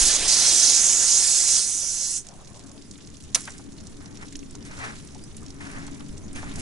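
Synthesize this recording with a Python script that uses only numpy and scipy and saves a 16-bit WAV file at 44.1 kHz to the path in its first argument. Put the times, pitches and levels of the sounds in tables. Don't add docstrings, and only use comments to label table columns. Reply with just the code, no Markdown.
import sys
import numpy as np
from scipy import signal
from scipy.fft import rfft, irfft, next_fast_len
from scipy.io import wavfile
from scipy.ndimage import uniform_filter1d

SR = 44100
rng = np.random.default_rng(int(sys.argv[2]) if len(sys.argv) > 2 else 0)


def voltage_ratio(decibels):
    exponent = np.asarray(decibels, float) / 20
    return 10 ** exponent


def persist_wave(psi):
    counts = np.round(np.clip(psi, -1, 1) * 32767).astype(np.int16)
    wavfile.write(sys.argv[1], SR, np.atleast_2d(counts).T)


N = 291501

# time_s, spray_db, slant_db (grazing is brighter), fan_db (wide fills the flanks), core_hz
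JET_AIM = [(0.1, -21, -1, 2, 6530), (0.33, -20.5, -2.5, 2.5, 6100), (.45, -20.5, -5, 2.5, 5800),
           (0.58, -19.5, -2.5, 0, 6500), (.66, -19, -3, -1, 5860), (0.76, -18.5, -4, -3, 6200),
           (0.82, -21.5, 1.5, 0, 7600), (.95, -22.5, 1, 0, 7040), (1.1, -21, -1, -0.5, 6840),
           (1.21, -20, -1, -0.5, 7500), (1.33, -23, 0, 3.5, 7400), (1.5, -22, 0, 1, 6900),
           (1.57, -21, -1, 1.5, 6500), (1.66, -28.5, 3, 3, 6700), (1.84, -29, 2, -5, 6600),
           (2.06, -30, -1, 0.5, 6400), (2.12, -29.5, 3, -2, 7000), (2.17, -30, 2, -1.5, 6600)]
# freq_hz, density_db_per_hz
SPRAY_SPECTRUM = [(1470, -47), (2500, -31), (2970, -23), (4370, -6), (4730, -5), (5920, 1.5), (7630, 0),
                  (8910, -3.5), (10500, -7.5), (11000, -7), (14300, -28), (22000, -120)]
SPLASH_SPECTRUM = [(180, -13), (300, -8.5), (669, -6), (1150, -10), (1550, -7), (2910, -5), (3500, -1.5),
                   (4550, -12.5), (7700, -120)]
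# start_s, path1_ms, path2_ms, path3_ms
BOUNCE_PATHS = [(0, 1.5, 2.61, 3.88), (.28, 1.68, 4.03, 2.98), (.45, 3.3, 1.84, 3.94),
                (.62, 1.32, 1.77, 3.98), (.79, 1.9, 3.45, 2.67), (.95, 2.74, 1.68, 3.76),
                (1.1, 1.98, 2.94, 2.38), (1.3, 1.9, 2.97, 2.55), (1.45, 2.97, 1.44, 2.4),
                (1.63, 3.21, 4.24, 4.58), (1.9, 1.41, 1.8, 2.92)]
BOUNCE_LEVELS_DB = [-10, -13, -14, -15, -16]

# start_s, peak_db, centre_hz
NEAR_DROPS = [(2.268, -28.5, 6800), (2.287, -28.5, 6160), (2.668, -39, 7170), (2.9115, -28.5, 6440),
              (3.4384, -30, 7010), (3.4434, -32, 6000), (3.4528, -30, 6300), (3.5045, -30, 6940),
              (3.5194, -32, 6600), (3.5803, -34, 6900), (3.802, -38, 5400), (3.8696, -29.5, 6500),
              (4.0585, -33, 5350), (4.1725, -31, 5900), (4.2838, -33.5, 6250), (4.325, -32, 7040),
              (4.356, -27.5, 5850), (4.3664, -32, 9790), (4.3914, -32.5, 5600), (4.509, -33.5, 7400),
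              (4.552, -30.5, 5900), (5.1475, -32.5, 6500), (5.2383, -34, 8700), (5.367, -28.5, 8800),
              (5.4626, -33, 5750), (5.504, -32.5, 5630), (5.867, -33, 6950), (6.1791, -32.5, 7200),
              (6.3298, -34, 8700), (6.557, -29, 6800)]
# start_s, peak_db, centre_hz
FRAME_TAPS = [
    (2.7776, -41, 3760),
    (2.956, -38.5, 3290),
    (4.3534, -31, 3600),
    (4.4281, -40, 2660),
    (5.765, -38, 3150),
    (5.957, -42, 2610),
    (6.007, -35, 3750),
    (6.359, -36, 2800),
    (6.5129, -37, 2960),
]
# start_s, peak_db, centre_hz
KEEL_DROPS = [(2.339, -39, 6960), (2.364, -40, 7150), (2.447, -37.5, 5900), (2.4743, -36, 5400),
              (2.5007, -39, 7940), (2.5526, -37, 7200), (2.594, -32.5, 6600), (2.6374, -39, 6980),
              (2.6946, -36, 6450), (2.7157, -32.5, 6670), (2.8222, -36.5, 5920), (2.9844, -42, 6190),
              (3.023, -42, 5020), (3.0724, -36, 5830), (3.1018, -35.5, 6430), (3.1553, -37, 5600),
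              (3.2241, -36, 6750), (3.238, -34, 6810), (3.6404, -37, 6190), (3.7294, -40, 5960),
              (3.7676, -42, 5300), (3.9694, -37, 7160), (4.01, -42, 6370), (4.626, -34, 5340),
              (4.651, -35.5, 6100), (5.0732, -33.5, 6900), (5.43, -37, 7150), (5.912, -37.5, 7010),
              (6.0836, -40, 6910), (6.1125, -42, 9500), (3.169, -34, 6550), (3.43, -34, 7500),
              (3.496, -31, 7500), (3.783, -37, 4300), (4.2695, -40, 5700), (5.482, -37, 5300),
              (5.088, -40, 3800)]
# start_s, peak_db, centre_hz
FURTHER_DROPS = [(2.4134, -41, 6880), (2.4566, -33, 5930), (2.5331, -36, 7750), (2.5715, -30, 7120),
                 (2.8739, -46, 4960), (2.978, -34, 7410), (3.049, -35, 4540), (3.1298, -41, 6520),
                 (3.3194, -43, 5960), (3.4164, -29, 6280), (3.475, -28, 5900), (3.5854, -29, 6300),
                 (3.6735, -46, 7000), (3.7213, -34, 5960), (3.808, -30, 5900), (3.906, -42, 7700),
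                 (4.0154, -39, 4380), (4.0437, -41, 5170), (4.1086, -42, 5740), (4.1265, -36, 5590),
                 (4.1565, -36, 5660), (4.4283, -46, 6840), (4.4618, -43, 4290), (4.7122, -31, 5880),
                 (4.7765, -33, 6340), (5.032, -45, 7610), (5.0487, -33, 9920), (5.1073, -37, 5360),
                 (5.1243, -38, 6150), (5.1804, -37, 6020), (5.241, -33, 5270), (5.4176, -41, 7130),
                 (5.5434, -33, 9700), (5.5643, -37, 6120), (5.5952, -40, 5980), (5.6087, -40, 6730),
                 (5.6999, -40, 6040), (6.0676, -44, 6910), (6.1634, -42, 6400), (6.2183, -44, 5900),
                 (6.2801, -35, 5980), (6.442, -30, 6830), (6.4914, -35, 3100), (6.5959, -27, 8300)]
# start_s, peak_db, centre_hz, width_per_centre
PUDDLE_PLOPS = [(1.83, -42.5, 586, 0.44), (2.292, -43, 700, 1.4), (2.985, -45, 2230, 1.1),
                (3.476, -27, 1290, 1.6), (3.595, -42, 700, 1.8), (3.849, -48, 584, 1.4),
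                (4.007, -41, 1000, 1.9), (4.323, -46, 2070, .5), (4.55, -39.5, 1000, 0.98),
                (5.15, -41, 820, 0.26), (5.422, -44.5, 1220, 0.39), (5.879, -37, 1230, 1.4),
                (6.004, -42, 1170, 1), (6.359, -40, 990, 0.76), (6.429, -30, 800, 0.96),
                (6.51, -47, 1000, 0.22), (6.57, -42, 740, .2)]

SNAP_TIMES_S = [3.3471, 3.3483, 3.3504, 3.3525, 3.3545, 3.356, 3.358, 3.3475, 3.365, 3.368, 3.396, 3.405,
                3.366, 3.4562]
# peak_db, centre_hz, t60_s
SNAP_KNOCKS = [(-4, 6700, 0.0082), (-7.5, 5800, 0.024), (-2, 7100, 0.0094), (-8, 10700, 0.046),
               (-18, 3000, 0.018), (-13, 4800, 0.029), (-31.5, 540, 0.052), (-30.5, 1350, 0.15),
               (-23, 4900, 0.02), (-31, 7000, 0.43), (-31, 6600, 0.093), (-26, 11000, 0.068),
               (-40, 2700, 0.41), (-21.5, 11200, .015)]

# peak_s, level_db, rise_s, fall_s (both per 20 dB), brightness_db_per_octave
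SOLE_STROKES = [(3.372, -44, .004, 0.097, 10), (3.472, -43.5, 0.043, 0.15, 7),
                (4.02, -58, 0.037, 0.25, -3.5), (4.23, -49.5, 0.049, 0.036, 1.5),
                (4.66, -57.5, 0.041, 0.27, 9.5), (4.715, -46.5, 0.029, 0.044, 0.5),
                (4.844, -39.5, 0.15, 0.15, -0.5), (4.96, -60, 0.14, 0.87, 9.5),
                (5.609, -51, 0.012, 0.49, 3), (5.776, -49, 0.28, 0.17, -1.5), (6.005, -53, .01, 0.04, -3),
                (6.362, -47.5, 0.024, 0.11, 5.5), (6.48, -46.5, 0.18, 0.41, 1), (6.6, -49, 0.11, 0.13, 12)]
# freq_hz, density_db_per_hz
GRIT_SPECTRUM = [(300, -24), (600, -5), (1000, -3), (1600, 0), (2300, -4), (3200, -15), (6200, -21),
                 (11000, -28)]

# freq_hz, density_db_per_hz
RUNOFF_SPECTRUM = [(880, -7), (1500, 1), (3050, 2), (4940, 2.5), (6140, 6), (7560, 3.5), (8150, 0),
                   (9790, 0), (11000, 2), (14300, -41), (22000, -120)]
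SHEET_SPECTRUM = [(300, -14), (500, -2), (750, 0), (1000, -5), (1400, -13), (2500, -20), (5000, -40)]

# start_s, length_s, start_hz, end_hz, level_db
BIRD_CHIRPS = [
    (2.742, 0.075, 4970, 4960, -57),
    (2.81, 0.087, 5000, 4900, -63),
    (5.195, 0.07, 4540, 5450, -53),
    (5.248, 0.033, 5600, 5850, -55),
    (6.024, 0.067, 4700, 4900, -59),
    (6.22, 0.045, 6060, 6900, -52.5),
    (6.335, 0.037, 6100, 6500, -47),
]

# time_s, rumble_db, motor_load_db
LOW_RUMBLE = [(0.0, -49, -1), (0.2, -50.5, -4), (0.75, -52.5, -2), (0.95, -56, -4.5), (2.0, -55, -5.5),
              (2.5, -52.5, -10.5), (2.65, -50, -1.5), (3.3, -49.5, -7), (3.62, -47.5, 1.5), (3.8, -47, -5.5),
              (4.28, -47, -5), (4.38, -46.5, 2.5), (4.55, -45.5, -4), (5.15, -47.5, -6), (5.8, -44.5, -3.5),
              (5.92, -43.5, -2), (6.2, -44.5, -5), (6.61, -40, -3.5)]
# freq_hz, density_db_per_hz
TRAFFIC_SPECTRUM = [(32, -40), (55, -3), (97, 0.5), (240, -1.5), (283, -1), (410, -12.5), (554, -18),
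                    (2110, -28), (3000, -36), (3900, -68), (6600, -120)]
WIND_SPECTRUM = [(12, 4.5), (25, 0.5), (45, -8.5), (80, -22), (200, -54)]
# centre_hz, width_hz, lift_db
MOTOR_DRONES = [(78.5, 7.2, 10.5), (117.5, 4.8, 5.5), (150, 17, 0), (209.4, 17, 4.5), (283.3, 14.8, 11.5),
                (404, 26, 4.5), (625, 12, 6)]
# peak_s, level_db, time_per_20db_s
WIND_GUSTS = [
    (.04, -34, 0.2),
    (.27, -42, 0.1),
    (.72, -59, 0.5),
    (1.08, -51, -1),
    (2.0, -57, 3.5),
    (4.35, -52, 0.7),
    (4.73, -38, 0),
    (5.34, -41.5, -0.1),
    (6.61, -43.5, 2.5),
]

# freq_hz, left_minus_right_db
PORT_LEAN = [(60, -16), (110, -11), (190, 9), (340, 4.5), (620, 3.5), (1100, 2), (1970, -1), (3530, 0),
             (6310, -7), (11300, -3)]
# freq_hz, left_lead_rad
PORT_LEAD = [(0, 0.46), (690, -0.19), (1210, -0.32), (3010, -0.32), (3620, -0.93), (4050, 0.054),
             (4480, -1.4), (5250, -0.59), (6120, 0.38), (6630, -0.89), (7490, 0.54), (8960, 0.55),
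             (11100, 0.25), (11500, 0.3)]
# freq_hz, left_lead_rad
FEET_LEAD = [(300, 2), (600, -0.7), (1200, -2), (2500, -2.5), (6000, 0.45), (11000, 0)]
# freq_hz, likeness
NEAR_LIKENESS = [(60, 0.33), (220, 0.66), (820, 0.7), (3050, 0.87), (11300, 0.83)]
FAR_LIKENESS = [(60, 0.24), (220, 0.81), (820, 0.5), (3050, 0.11), (11300, 0.7)]
# freq_hz, likeness, left_minus_right_db, left_lead_rad
HOUSING = [(30, .9, -5, -.5), (65, .8, 1, -1), (115, .68, 7, -1.1), (170, .68, 1, -.7), (230, .68, 4, -.75),
           (290, .85, 7.5, -1.2), (380, .72, 6.5, -1.05), (600, .55, 3, -1), (1000, .55, 1.5, -.8)]


def evened(x):
    return x / np.sqrt(np.mean(x ** 2) + 1e-20)


def read(points, hz):
    f, value = np.transpose(points)
    return np.interp(np.log(hz + 1), np.log(f + 1), value)


def curves(rows, t):
    s, *columns = np.transpose(rows)
    return [np.interp(t, s, c) for c in columns]


def peak(t, s, db, rise_s, fall_s):
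    rising = (s - t) / max(rise_s, .002)
    falling = (t - s) / max(fall_s, .002)
    return voltage_ratio(db - 20 * np.maximum(rising, falling))


def add(mix, s, sound):
    part = mix[round(s * SR):][:len(sound)]
    part += sound[:len(part)]


def hiss(colour, patchy_db, flicker_db, size, shift_db=lambda hz, t: 0, clumpy_db=0, count=N):
    hop = size // 4
    hz = np.fft.rfftfreq(size, 1 / SR)
    t = np.arange(4 * count // size + 5) * size / 4 / SR
    a, b, c, d, patches = rng.standard_normal((len(t), len(hz), 5)).T
    patches = evened(uniform_filter1d(uniform_filter1d(patches, size=5, axis=0), size=12, axis=1))
    clumps = evened(uniform_filter1d(uniform_filter1d(patches, size=6, axis=0), size=70, axis=1))
    flicker = evened(uniform_filter1d(rng.standard_normal(len(t)), size=3))
    level_db = read(colour, hz[:, None]) + shift_db(hz[:, None], t)
    level_db = level_db + patchy_db * patches + clumpy_db * clumps + flicker_db * flicker
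    bins = np.array([a + 1j * b, c + 1j * d]) * voltage_ratio(level_db)
    x = signal.istft(bins, nperseg=size, noverlap=size - hop)[1][:, :count]
    return x / np.sqrt(uniform_filter1d((x ** 2).mean(0), size=SR // 4))


def burst(hz, width_hz, t60_s):
    t = np.arange(min(round(.7 * t60_s * SR) + 400, 8000)) / SR
    tick = 1 + 0.97 * np.exp(-t / 0.00019)
    puff = rng.standard_normal(len(t)) * voltage_ratio(-60 * t / t60_s) * tick
    r = np.exp(-np.pi * width_hz / SR)
    poles = [1, -2 * r * np.cos(2 * np.pi * hz / SR), r * r]
    ring = signal.lfilter([1], poles, signal.lfilter([1, 0, -1], poles, puff))
    thin_spray = evened(np.diff(puff, prepend=0))
    splat = evened(ring) + 0.083 * thin_spray
    return splat / abs(splat).max()


def scattered(x, t60_s):
    t = np.arange(3000) / SR
    taps = rng.standard_normal(len(t)) * voltage_ratio(-60 * t / t60_s)
    return np.array([x, signal.oaconvolve(x, taps / np.linalg.norm(taps))[:N]])


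def ports(pair, likeness, lean_db=PORT_LEAN, lead_rad=PORT_LEAD):
    size = next_fast_len(N)
    hz = np.fft.rfftfreq(size, 1 / SR)
    same = np.clip(read(likeness, hz), 0, 1)
    direct, other = rfft(pair, size)
    both = np.sqrt((1 + same) / 2) * direct
    apart = np.sqrt((1 - same) / 2) * other
    lean = voltage_ratio(read(lean_db, hz) / 2) * np.exp(.5j * read(lead_rad, hz))
    return irfft(np.array([(both + apart) * lean, (both - apart) / lean]), size)[:, :N]


def jet_slip(t):
    start_s, length_s, ramp_s = 0.164, 0.119, .008
    return np.interp(t - start_s, [0, ramp_s, length_s - ramp_s, length_s], [0, 1, 1, 0])


def jet_aim_db(hz, t):
    _, slant_db, fan_db, core_hz = curves(JET_AIM, t)
    fan_db = fan_db + 2.5 * jet_slip(t)
    core = 1 * np.exp(-((hz - core_hz) / 770) ** 2)
    low = np.interp(hz, [4400, 5900], [1, 0])
    high = np.interp(hz, [6500, 8300, 9500, 11100], [0, 0.74, 1, 0.19])
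    return core + (fan_db - slant_db) * low + (fan_db + slant_db) * high


def bounced(direct):
    n = np.arange(direct.shape[1])
    start_s, *paths_ms = np.transpose(BOUNCE_PATHS)
    paths_ms += list(rng.uniform(1.1, 5.5, (len(start_s), 2)).T)
    aim = np.searchsorted(start_s, n / SR, "right") - 1
    late = [direct[:, n - np.round(ms * SR / 1000).astype(int)[aim]] for ms in paths_ms]
    return direct + np.tensordot(voltage_ratio(BOUNCE_LEVELS_DB), late, 1)


def jet():
    shut_s, valve_s, valve_db_per_s = 2.179, 0.13, -480
    count = round((shut_s + valve_s) * SR)
    t = np.arange(count) / SR
    flow_db = curves(JET_AIM, t)[0] + valve_db_per_s * np.maximum(t - shut_s, 0)
    spray_db = flow_db - 7.5 * jet_slip(t)
    splash_db = -33 - 5.5 * t + 0.89 * np.minimum(flow_db + 22, 0)
    direct = hiss(SPRAY_SPECTRUM, 1.0, 0.53, size=256, shift_db=jet_aim_db, clumpy_db=0.9, count=count)
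    splash = hiss(SPLASH_SPECTRUM, 1.88, 0.39, size=512, count=count)
    both = voltage_ratio(spray_db + 3.0) * evened(bounced(direct)) + voltage_ratio(splash_db + 3.0) * splash
    return np.pad(both, [(0, 0), (0, N - count)])


def drips():
    keel_db, further_db, plop_t60_s = -0.5, -5.6, 0.074
    out = np.zeros(N)
    for drops, offset_db in [(NEAR_DROPS, 0), (FRAME_TAPS, 0), (KEEL_DROPS, keel_db), (FURTHER_DROPS, further_db)]:
        for s, db, hz in drops:
            db = db + offset_db
            t60_s = 0.023 * voltage_ratio(0.21 * (db + 38.5))
            add(out, s, voltage_ratio(db) * burst(hz, 0.57 * hz, t60_s))
    for s, db, hz, share in PUDDLE_PLOPS:
        add(out, s, voltage_ratio(db) * burst(hz, share * hz, plop_t60_s))
    return scattered(out, .03)


def snap():
    out = np.zeros(N)
    for s, (db, hz, t60_s) in zip(SNAP_TIMES_S, SNAP_KNOCKS):
        add(out, s, voltage_ratio(db) * burst(hz, 0.72 * hz, t60_s))
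    return scattered(out, 0.031)


def strokes(t):
    return np.array([peak(t, *row[:4]) for row in SOLE_STROKES])


def grit_tilt_db(hz, t):
    power = strokes(t) ** 2
    db_per_octave = np.array(SOLE_STROKES)[:, 4] @ power / (power.sum(0) + 1e-12)
    return db_per_octave * np.log2(np.maximum(hz / 1100, 1))


def scuffs():
    stroke = np.sqrt((strokes(np.arange(N) / SR) ** 2).sum(0))
    grit = hiss(GRIT_SPECTRUM, 1.0, 0.89, size=256, shift_db=grit_tilt_db)
    stones = np.minimum(rng.exponential(1, N // 60 + 1), 4)
    grains = evened(voltage_ratio(1.3 * stones.repeat(60)[:N]))
    return voltage_ratio(8.0) * uniform_filter1d(stroke, size=200) * grit * grains


def runoff():
    t = np.arange(N) / SR
    drops_per_s, kinds = 170, 20
    size = voltage_ratio(4.0 * np.minimum(rng.exponential(1, N), 2.8)) * (rng.random(N) < drops_per_s / SR)
    kind = rng.integers(0, kinds, N)
    drops = np.zeros(N)
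    for k, hz in enumerate(np.geomspace(3500, 9500, kinds)):
        drops += signal.oaconvolve(size * (kind == k), burst(hz, 1.15 * hz, 0.047))[:N]
    fizz = hiss(RUNOFF_SPECTRUM, 2.2, 1.8, size=256)
    bed = voltage_ratio(-0.5) * fizz + voltage_ratio(0.5) * evened(scattered(drops, 0.056))
    trickle = voltage_ratio(-51 - .5 * (t - 1.5))
    squeeze_db, squeeze_top_db = 3.5, -47
    squeeze = uniform_filter1d(strokes(t)[2:].sum(0), size=6000, origin=2400)
    pressed = voltage_ratio(squeeze_top_db) * np.tanh(voltage_ratio(squeeze_db - squeeze_top_db) * squeeze)
    return voltage_ratio(-5.5) * np.hypot(trickle, pressed) * bed * (t > 2.18)


def drain():
    start_s, end_s, rise_s, fade_s = 2.24, 2.806, 0.024, 0.024
    count = round(end_s * SR)
    t = np.arange(count) / SR - start_s
    gate = np.clip(t / rise_s, 0, 1) * np.clip((t[-1] - t) / fade_s, 0, 1)
    level = voltage_ratio(-57.5 - 6 * t + 4.0)
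    wash = gate * level * hiss(SHEET_SPECTRUM, 3.6, 0.79, size=512, count=count)
    return np.pad(wash, [(0, 0), (0, N - count)])


def bird():
    out = np.zeros(N)
    for s, length_s, start_hz, end_hz, db in BIRD_CHIRPS:
        hz = np.linspace(start_hz, end_hz, round(length_s * SR))
        waver = evened(uniform_filter1d(rng.standard_normal(4000), size=90))[:len(hz)]
        hz = hz * (1 + 0.035 * waver)
        add(out, s, voltage_ratio(db) * np.sin(2 * np.pi * np.cumsum(hz) / SR) * np.hanning(len(hz)))
    return scattered(scattered(out, 0.12).sum(0), .1)


def drone_db(hz, t):
    drones = sum(db / (1 + (2 * (hz - f) / width) ** 2) for f, width, db in MOTOR_DRONES)
    band = (hz > 230) * (hz < 470)
    load_db = curves(LOW_RUMBLE, t)[1]
    return drones + 2.86 * band + load_db * (np.exp(-((hz - 281) / 43) ** 2) + 0.38 * band)


def air():
    t = np.arange(N) / SR
    calm_db = -64.5
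    gusts = voltage_ratio(calm_db) + sum(peak(t, s, db, fall_s, fall_s) for s, db, fall_s in WIND_GUSTS)
    traffic = voltage_ratio(curves(LOW_RUMBLE, t)[0] + 4.0) * hiss(TRAFFIC_SPECTRUM, 1.0, 0.89, size=4096, shift_db=drone_db)
    wind = voltage_ratio(4.0) * gusts * hiss(WIND_SPECTRUM, 1.0, 1.4, size=4096)
    likeness, lean_db, lead_rad = (np.array(HOUSING)[:, [0, k]] for k in (1, 2, 3))
    return ports(traffic + wind, likeness, lean_db, lead_rad)


def scene():
    near = ports(jet() + drips() + snap(), NEAR_LIKENESS)
    feet = ports(scuffs(), [(600, 0.58), (6000, 0.91)], lead_rad=FEET_LEAD)
    far = ports(runoff() + drain() + bird(), FAR_LIKENESS)
    return near + feet + far + air()


def roll_off(x):
    return signal.sosfilt(signal.butter(12, 11890, fs=SR, output="sos"), x)


def record(dry):
    edge = signal.firwin(1501, 11010, window=("kaiser", 4.5), fs=SR)
    x = signal.oaconvolve(dry, edge[None], "same")
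    knee, room = .72, .15
    over = np.maximum(abs(x) - knee, 0)
    mix = x - np.sign(x) * (over - room * np.tanh(over / room))
    return roll_off(mix)


dry = scene()
out = record(dry)
persist_wave(out)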